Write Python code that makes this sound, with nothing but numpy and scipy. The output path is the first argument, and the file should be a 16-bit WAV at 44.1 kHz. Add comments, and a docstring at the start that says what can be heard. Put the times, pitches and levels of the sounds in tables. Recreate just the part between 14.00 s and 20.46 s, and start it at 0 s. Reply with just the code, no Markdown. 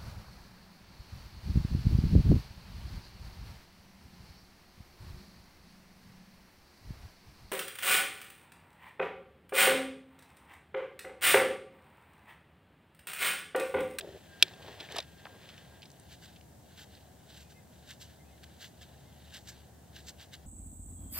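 """Water sloshes in a thin plastic bottle, outdoors and close to the microphone pair; then its dented
wall springs back and rings with one sharp pop. Pushed upright into loose soil, the bottle crinkles
and its base crunches on grit. Just as near, a gloved thumb wipes wet dirt off a coin in short paired
strokes, fibres catching on the grit. Behind lie a low distant rumble, a faint thin whistle and a far bird."""
import sys
import numpy as np
from scipy import signal
from scipy.fft import rfft, irfft
from scipy.io import wavfile

SR = 44100
rng = np.random.default_rng(int(sys.argv[2]) if len(sys.argv) > 2 else 0)


def persist_wave(psi):
    """Save psi, clipped to +-1, as 16-bit WAV."""
    counts = np.round(np.clip(psi, -1, 1) * 32767).astype(np.int16)
    wavfile.write(sys.argv[1], SR, np.atleast_2d(counts).T)


N = 284886
TIME = np.arange(N) / SR


def bottle(lowest_hz=260):
    """The bottle, close up and just above the soil; so small a body radiates little bass."""
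    low_cut = signal.butter(2, lowest_hz, "high", fs=SR, output="sos")
    near = signal.sosfilt(low_cut, pop() + crinkles() + grit() + crumbs() + knocks())
    return ground_scatter(near, wet_db=-31, t60=.05)


# the dent springs out and rebounds: t/s, level/dB
DENT_JUMPS = [(.4254, -7), (.42953, -25)]
def pop(bright_hz=5100, bright_width_hz=2800):
    """A snap sets the whole wall ringing, brightest near 5 kHz."""
    ring = sum(wall(s, db, uneven_db=4, damping=.97, dull_hz=np.inf) for s, db in DENT_JUMPS)
    bright_band = resonance(ring, bright_hz, bright_width_hz)
    snap = crack(DENT_JUMPS[0][0], db=-19.5, hz=12500, t60=.0042, octaves=.64)
    return from_db(-1.2) * ring + from_db(-7) * bright_band + snap


# small buckles of the wall under the fingers: t/s, level/dB, f/Hz above which the buckle is dull
BUCKLES = [(.009, -28, 2200), (0.536, -37, 1600), (0.802, -34, 3000), (.807, -31.5, 2200),
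           (0.8124, -42, 4000), (.8296, -45, 3000), (0.9217, -35, 7960), (.9595, -36, 5060),
           (0.965, -29, 7550), (0.984, -24.5, 7440), (0.989, -27.5, 3000), (1.0024, -28.5, 4500)]
def crinkles(gap_s=.0016, loss_db=4.5):
    """Each crease starts with a brittle snap and gives way in three quick, weakening steps."""
    out = np.zeros(N)
    for s, db, hz in BUCKLES:
        for step in range(3):
            late = gap_s * step * rng.uniform(.8, 1.2)
            out += wall(s + late, db - 3.5 - loss_db * step, uneven_db=4.5, damping=1.39, dull_hz=hz)
        snap_db = db - 8 + 16 * np.log2(hz / 7500)   # sharper buckles put more into the snap
        out += crack(s, snap_db, hz=7650, t60=.018, octaves=.51)
    return out


# modes of the plastic wall: f/Hz, relative level/dB, t60/s at a damping of 1
WALL_MODES = [(370, -29.2, 0.0996), (520, -34.6, 0.0317), (640, -28.9, 0.0349), (1500, -12.7, 0.012),
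              (1800, -10.9, 0.0171), (2340, -10.3, 0.0236), (2570, -3.1, 0.0121), (3310, -2.3, 0.0157),
              (3530, -4.7, 0.032), (3840, 3.3, 0.0123), (4390, -10.6, 0.0192), (4470, -9.2, 0.0204),
              (4790, -3.7, 0.0101), (5240, -5.6, 0.0145), (5750, -6.9, 0.0093), (6210, -12.5, 0.0092),
              (6790, -8.9, 0.0072), (7630, -16.2, 0.0109), (8110, -17.8, 0.0116), (8700, -18.3, 0.0109),
              (9770, -18.3, 0.0099), (10710, -21.6, 0.0109), (11160, -18.6, 0.0093), (13240, -9.1, 0.0044),
              (14670, -19.7, 0.0077)]
def wall(s, db, uneven_db, damping, dull_hz):
    """A buckle rings the wall's modes, with strengths set by where and how softly it gives way."""
    out, t = np.zeros(N), TIME[:SR // 10]
    hz, mode_db, t60 = np.transpose(WALL_MODES)[:, :, None]
    signs = (-1) ** np.arange(len(WALL_MODES))[:, None]
    strength = from_db(db + mode_db + uneven_db * rng.standard_normal(hz.shape))
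    strength /= np.hypot(1, hz / dull_hz)
    rings = signs * np.sin(2 * np.pi * hz * t) * from_db(-60 * t * damping / t60)
    add(out, s, (strength * rings).sum(axis=0))
    return out


# larger bits of grit: t/s, peak level/dB, centre f/Hz, t60/s
GRIT_CRACKS = [(.482, -39, 3500, 0.014), (0.888, -39, 2180, .023), (1.026, -42, 4800, .01),
               (1.2534, -38, 2510, 0.0064), (1.49, -36.5, 3200, 0.01), (1.5794, -37.5, 3500, .005),
               (1.82, -42, 3400, .02), (1.829, -40.5, 2980, 0.051), (1.8553, -44, 3850, .037),
               (2.36, -48, 3180, 0.062), (2.411, -47.5, 3230, 0.014), (2.951, -47.5, 3570, 0.012)]
def grit():
    """Grit cracks under the bottle and on the coin."""
    return sum(crack(*row, octaves=.64) for row in GRIT_CRACKS)


def crumbs(slots_s=(1.9, 1.95, 2.0), jitter_s=.025):
    """Small bits of dirt crack at uneven times while the fingers pick up the coin."""
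    out = np.zeros(N)
    for s in slots_s:
        late, pitch = rng.standard_normal(2)
        out += crack(s + jitter_s * late, db=-45, hz=5500 * 2 ** (.34 * pitch), t60=.01, octaves=.64)
    return out


# the base meeting the ground: t/s, peak level/dB, centre f/Hz, t60/s
BASE_KNOCKS = [(.904, -42, 540, .03), (.943, -39.5, 375, .05), (0.9615, -31.5, 850, 0.043),
               (.986, -27, 673, .032), (1.254, -38, 745, 0.025), (1.2555, -37.5, 1350, 0.016),
               (1.2675, -39.5, 1400, .015)]
def knocks():
    """The base beds into the soil with dull knocks."""
    return sum(crack(*row, octaves=.65) for row in BASE_KNOCKS)


def crack(s, db, hz, t60, octaves):
    """One contact: a fast-dying burst of tiny fractures round a broad resonance."""
    out, t = np.zeros(N), TIME[:SR // 10]
    low, high = hz / 2 ** (octaves / 2), hz * 2 ** (octaves / 2)
    skirts = [low / 1.4, min(high * 1.4, .48 * SR)]
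    burst = rng.choice([-1, 1], len(t)) * from_db(-60 * t / t60)
    burst = signal.sosfilt(signal.butter(1, [low, high], "band", fs=SR, output="sos"), burst)
    burst = signal.sosfilt(signal.butter(2, skirts, "band", fs=SR, output="sos"), burst)
    add(out, s, from_db(db) * burst / np.abs(burst).max())
    return out


# surges of water in the bottle: t/s, length/s, rms level/dB
SURGES = [(.002, .02, -57.5), (0.047, 0.031, -46), (0.086, 0.013, -46), (0.154, 0.027, -49.5)]
# the water heard through the wall: f/Hz, relative level/dB
WATER_SPECTRUM = [(200, -22.5), (310, -13.5), (390, 2.5), (480, -7.5), (620, -5), (850, -19.5), (1400, -32),
                  (3000, -57)]
def water():
    """Water runs back down the bottle in a few low, bubbling surges."""
    bubbling = coloured(grains(per_s=900, spread_db=2), WATER_SPECTRUM)
    return sum(swell(*row) for row in SURGES) * bubbling


# bottle and sleeve sliding on the ground: t/s, relative scrape level/dB, relative soil level/dB
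SLIDE_LEVELS = [(0.0, -58.7, -69), (0.15, -58.7, -61.5), (0.23, -61, -69.7), (0.37, -57, -62),
                (0.47, -51, -57.5), (0.509, -56.5, -57.4), (0.59, -57, -56), (0.68, -49.5, -49),
                (0.76, -54.5, -54.5), (0.81, -46, -49.5), (0.86, -54, -57.0), (0.93, -46, -52),
                (0.98, -42.5, -44.5), (1.061, -64.5, -76), (1.22, -59.5, -62), (1.32, -63, -60.5),
                (1.48, -55.5, -63.5), (1.95, -71.5, -66)]
# the dry scrape: f/Hz, relative level/dB
SCRAPE_SPECTRUM = [(600, -26), (1200, -3), (1800, 8), (2200, 0), (3300, 6), (4400, -1), (5600, -8),
                   (8000, -11), (10000, -35), (15500, -15)]
# the crunching soil: f/Hz, relative level/dB
SOIL_SPECTRUM = [(150, -37), (260, -7), (370, 0), (550, -0.5), (750, -1), (1100, -8.5), (2000, -39)]
def sliding(gain_db=-2.5, end_s=2.3, fade_s=.43):
    """Plastic and cloth drag over crumbs of soil: a dry scrape above a dull crunch."""
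    s, scrape_db, soil_db = np.transpose(SLIDE_LEVELS)
    scrape = from_db(np.interp(TIME, s, scrape_db) + 2.5 * drift(70))
    scrape *= coloured(grains(per_s=7000, spread_db=3.5), SCRAPE_SPECTRUM)
    soil = from_db(np.interp(TIME, s, soil_db))
    soil *= coloured(grains(per_s=1500, spread_db=4.5), SOIL_SPECTRUM)
    fade = np.clip((end_s - TIME) / fade_s, 0, 1)
    return from_db(gain_db) * (scrape + soil) * fade


# the glove rubbing the coin: f/Hz, relative level/dB
RUB_SPECTRUM = [(700, -30.5), (1150, -20.5), (1600, 1.5), (2100, 0), (2500, -4.5), (2900, 3), (3300, 4),
                (3800, 1.5), (4400, -2), (5300, -11), (7500, -10), (10000, -18), (15500, -13)]
# resonances of the pocket between thumb, coin and glove: f/Hz, width/Hz, relative level/dB
POCKET_MODES = [(1620, 240, -10), (2870, 230, -10), (3220, 300, -11), (3760, 300, -7.5), (4450, 550, -12.5)]
# the fine hiss of a quick stroke: f/Hz, relative level/dB
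HISS_SPECTRUM = [(2500, -17), (4500, 4), (6000, 3.5), (7800, 6), (9800, -21), (12000, -5), (14000, -11),
                 (15800, -14)]
def rubbing():
    """Close to the microphones, glove fibres catch on wet grit; quicker strokes add a brighter hiss."""
    pressure, speed = thumb()
    rub = from_db(-4) * coloured(grains(per_s=5000, spread_db=3.5), RUB_SPECTRUM)
    for hz, width_hz, db in POCKET_MODES:
        ring = resonance(grains(per_s=2500, spread_db=2.5), hz, width_hz)
        rub += rms_one(ring) * from_db(db + 2 * drift(25))
    hiss = coloured(grains(per_s=9000, spread_db=6), HISS_SPECTRUM)
    catching = from_db(2 * drift(150))
    return (pressure * rub + speed * hiss) * catching


# the glove resting on the coin: t/s, level/dB
GLOVE_REST = [(1.9, -72.5), (2.55, -76.5), (3.0, -73.5), (3.65, -79), (4.3, -71.5), (4.9, -71), (5.2, -70),
              (5.75, -76), (6.4, -79.5)]
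# pushes over the coin: t/s at full pressure, hold/s, level/dB, level/dB of the drag before
THUMB_PUSHES = [(2.115, 0.019, -58, -76), (2.785, 0.033, -55, -68.5), (3.298, 0.076, -59.5, -78),
                (3.901, 0.004, -49.5, -70), (4.622, 0.025, -51, -71.5), (5.355, 0.0054, -49, -64),
                (5.962, 0.03, -55.5, -82), (6.208, 0.019, -54, -80)]
# flicks back: t/s at full pressure, rise/s, fall/s, level/dB, relative hiss/dB, level/dB of the drag after
THUMB_FLICKS = [(2.24, .012, 0.017, -56.5, -4, -68), (2.94, 0.021, 0.03, -64, -12, -81),
                (3.413, 0.0077, 0.014, -57, -4, -77), (3.507, .006, 0.012, -64, -1.5, -82),
                (3.742, .012, 0.01, -69.5, -2, -86), (4.017, .007, .017, -55.5, 1, -66.5),
                (4.438, .003, .003, -50, -8, -79), (4.817, .004, 0.014, -55.5, -4, -76.5),
                (5.488, 0.013, .013, -54, 1.5, -63), (6.092, 0.014, 0.0077, -53, 2.5, -90),
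                (6.339, 0.0062, 0.0085, -48, -7, -80)]
def thumb(lead_s=.044, push_rise_s=.012, push_hiss_db=-7.5, drag_hiss_db=-8):
    """Pressure and speed of the thumb: it settles, pushes, lifts, flicks back faster and slides off."""
    pressure = from_db(np.interp(TIME, *np.transpose(GLOVE_REST)) + 2 * drift(5))
    speed = np.zeros(N)
    for s, hold, db, drag_db in THUMB_PUSHES:
        push = stroke(s, push_rise_s, hold, fall=.013, db=db)
        drag = stroke(s - lead_s, rise=.048, hold=lead_s, fall=push_rise_s, db=drag_db)
        smeared_dirt = stroke(s + hold, push_rise_s, hold=.024, fall=.024, db=db - 17.5)
        pressure += np.hypot(push, drag)
        speed += from_db(push_hiss_db) * push + from_db(drag_hiss_db) * drag + smeared_dirt
    for s, rise, fall, db, hiss_db, drag_db in THUMB_FLICKS:
        flick = stroke(s, rise, hold=.0033, fall=fall, db=db)
        drag = stroke(s, rise, hold=.08, fall=.038, db=drag_db)
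        pressure += np.hypot(flick, drag)
        speed += from_db(hiss_db) * flick + from_db(drag_hiss_db) * drag
    return pressure, speed


def stroke(s, rise, hold, fall, db):
    """Pressure builds, is held from time s on, and lets go; times in seconds."""
    away = np.maximum(s - TIME, 0) / rise + np.maximum(TIME - s - hold, 0) / fall
    return from_db(db) / np.cosh(np.minimum(away, 20))


# notes of a bird far from the microphones: t/s, level/dB, top f/Hz
BIRD_NOTES = [(3.46, -70, 2500), (3.563, -71, 2550), (3.575, -65.5, 2080), (4.21, -70, 2100),
              (4.282, -71, 2560), (4.33, -71, 2140), (5.08, -71, 2130), (5.189, -71, 2000)]
def bird(note_s=.033, arch=.043, flutter_hz=45):
    """Faint arched notes, each highest where it is loudest, fluttering on their way through the air."""
    out, flutter = np.zeros(N), flutter_hz * drift(200)
    for s, db, hz in BIRD_NOTES:
        droop = arch * np.minimum(((TIME - s) / note_s) ** 2, 4)
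        out += swell(s, note_s, db) * tone(hz * (1 - droop) + flutter)
    return ground_scatter(out, wet_db=-6.5, t60=.35)


def whistle(hz=1612):
    """A faint thin whistle wavers early on, then all but dies away."""
    fade = np.interp(TIME, [.22, .36, .55, .9, 1.28, 1.8, 2.2], [0, 2, 1.2, .8, 1.1, .53, .081])
    return tone(hz + 7 * drift(8.4)) * from_db(-66 + 2.9 * drift(15)) * fade


def hum(hz=73):
    """A low, unsteady hum grows in the distance."""
    growth = np.interp(TIME, [1.5, 3, 4.3], [.2, .6, 1.3])
    return tone(hz + 2.2 * drift(9)) * from_db(-61 + 2 * drift(8.3)) * growth


# the open air all round: f/Hz, relative level/dB
AIR_SPECTRUM = [(20, -18), (48, -23.5), (72, 2), (95, 0.5), (170, -1), (280, -8.5), (450, -12.5),
                (740, -9.5), (1200, -24.5), (1700, -21.5), (2400, -29.5), (3800, -30), (5500, -28),
                (7800, -25), (10000, -30.5), (15800, -29)]
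# how alike the air is at the two microphones: f/Hz, left-right correlation
AIR_CORRELATION = [(60, 0.94), (130, 1), (290, 0.538), (3000, 0.37), (7000, 0.18), (15000, 0.066)]
def open_air(db=-56):
    """Far rumble, alike on both sides, under a wider faint hiss."""
    mid, side = rfft(rng.standard_normal((2, N)))
    alike = at_hz(AIR_CORRELATION)
    pair = np.sqrt(1 + alike) * mid + np.sqrt(1 - alike) * side * [[1], [-1]]
    return from_db(db) * coloured(irfft(pair, N), AIR_SPECTRUM)


def ground_scatter(x, wet_db, t60):
    """Soil, hands and leaves throw back a short diffuse tail."""
    t = TIME[:SR // 5]
    tail = rng.standard_normal(len(t)) * from_db(-60 * t / t60) * (t > .003)
    return x + from_db(wet_db) * signal.fftconvolve(x, tail / np.linalg.norm(tail))[:N]


def grains(per_s, spread_db):
    """Random clicks of uneven size; rms 1."""
    sizes = from_db(spread_db * np.minimum(rng.exponential(1, N), 4)) * rng.choice([-1, 1], N)
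    return rms_one(sizes * (rng.random(N) < per_s / SR))


def swell(s, length, db):
    """A rounded peak with long skirts; its power is above half for the given length."""
    return from_db(db) / np.cosh(np.minimum(2 * np.arcsinh(1) * np.abs(TIME - s) / length, 20))


def drift(per_s):
    """A random wander between points of spread 1."""
    return np.interp(TIME * per_s, np.arange(N), rng.standard_normal(N))


def tone(hz):
    """A sine that follows a moving pitch."""
    return np.sin(2 * np.pi * np.cumsum(hz) / SR)


def resonance(x, hz, width_hz):
    """Pass a signal through one resonant peak."""
    return signal.lfilter(*signal.iirpeak(hz, hz / width_hz, fs=SR), x)


def coloured(x, spectrum):
    """Give a signal a spectrum; rms 1."""
    return rms_one(irfft(rfft(x) * from_db(at_hz(spectrum)), N))


def at_hz(points):
    """A table of f/Hz and value, read at every FFT bin."""
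    hz, value = np.transpose(points)
    return np.interp(np.log(np.fft.rfftfreq(N, 1 / SR) + 1), np.log(hz), value)


def from_db(db):
    """Decibels to gain."""
    return 10 ** (np.asarray(db) / 20)


def rms_one(x):
    """Scale to unit power."""
    return x / np.sqrt(np.mean(x ** 2) + 1e-20)


def add(track, s, sound):
    """Mix a sound in at time s."""
    start = max(round(s * SR), 0)
    track[start:start + len(sound)] += sound[:N - start]


def scene():
    """Hands and bottle close and straight ahead, the open air all round."""
    return bottle() + water() + sliding() + rubbing() + bird() + whistle() + hum() + open_air()


# balance of the microphone pair: f/Hz, left minus right level/dB
MIC_BALANCE = [(60, 2.5), (400, 1), (1300, 1), (2500, 3.5), (3300, 1), (4000, -4), (6000, 0), (8000, -0.5),
               (11000, 1), (14000, -0.5)]
# phase between the microphones: f/Hz, left lead/rad
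MIC_PHASE = [(2100, -0.18), (3050, -1), (4500, -0.5), (7500, -2), (11000, 0.61), (13000, -1.1), (15000, 0)]
def record(dry, cutoff_hz=15650):
    """The two microphone ports colour the sound differently; the top is cut."""
    half_difference = (np.log(from_db(at_hz(MIC_BALANCE))) + 1j * at_hz(MIC_PHASE)) / 2
    ports = irfft(rfft(dry) * np.exp(half_difference * [[1], [-1]]), N)
    top_cut = signal.ellip(10, .1, 95, cutoff_hz, fs=SR, output="sos")
    return signal.sosfilt(top_cut, np.clip(ports, -1, 1))


dry = scene()
out = record(dry)
persist_wave(out)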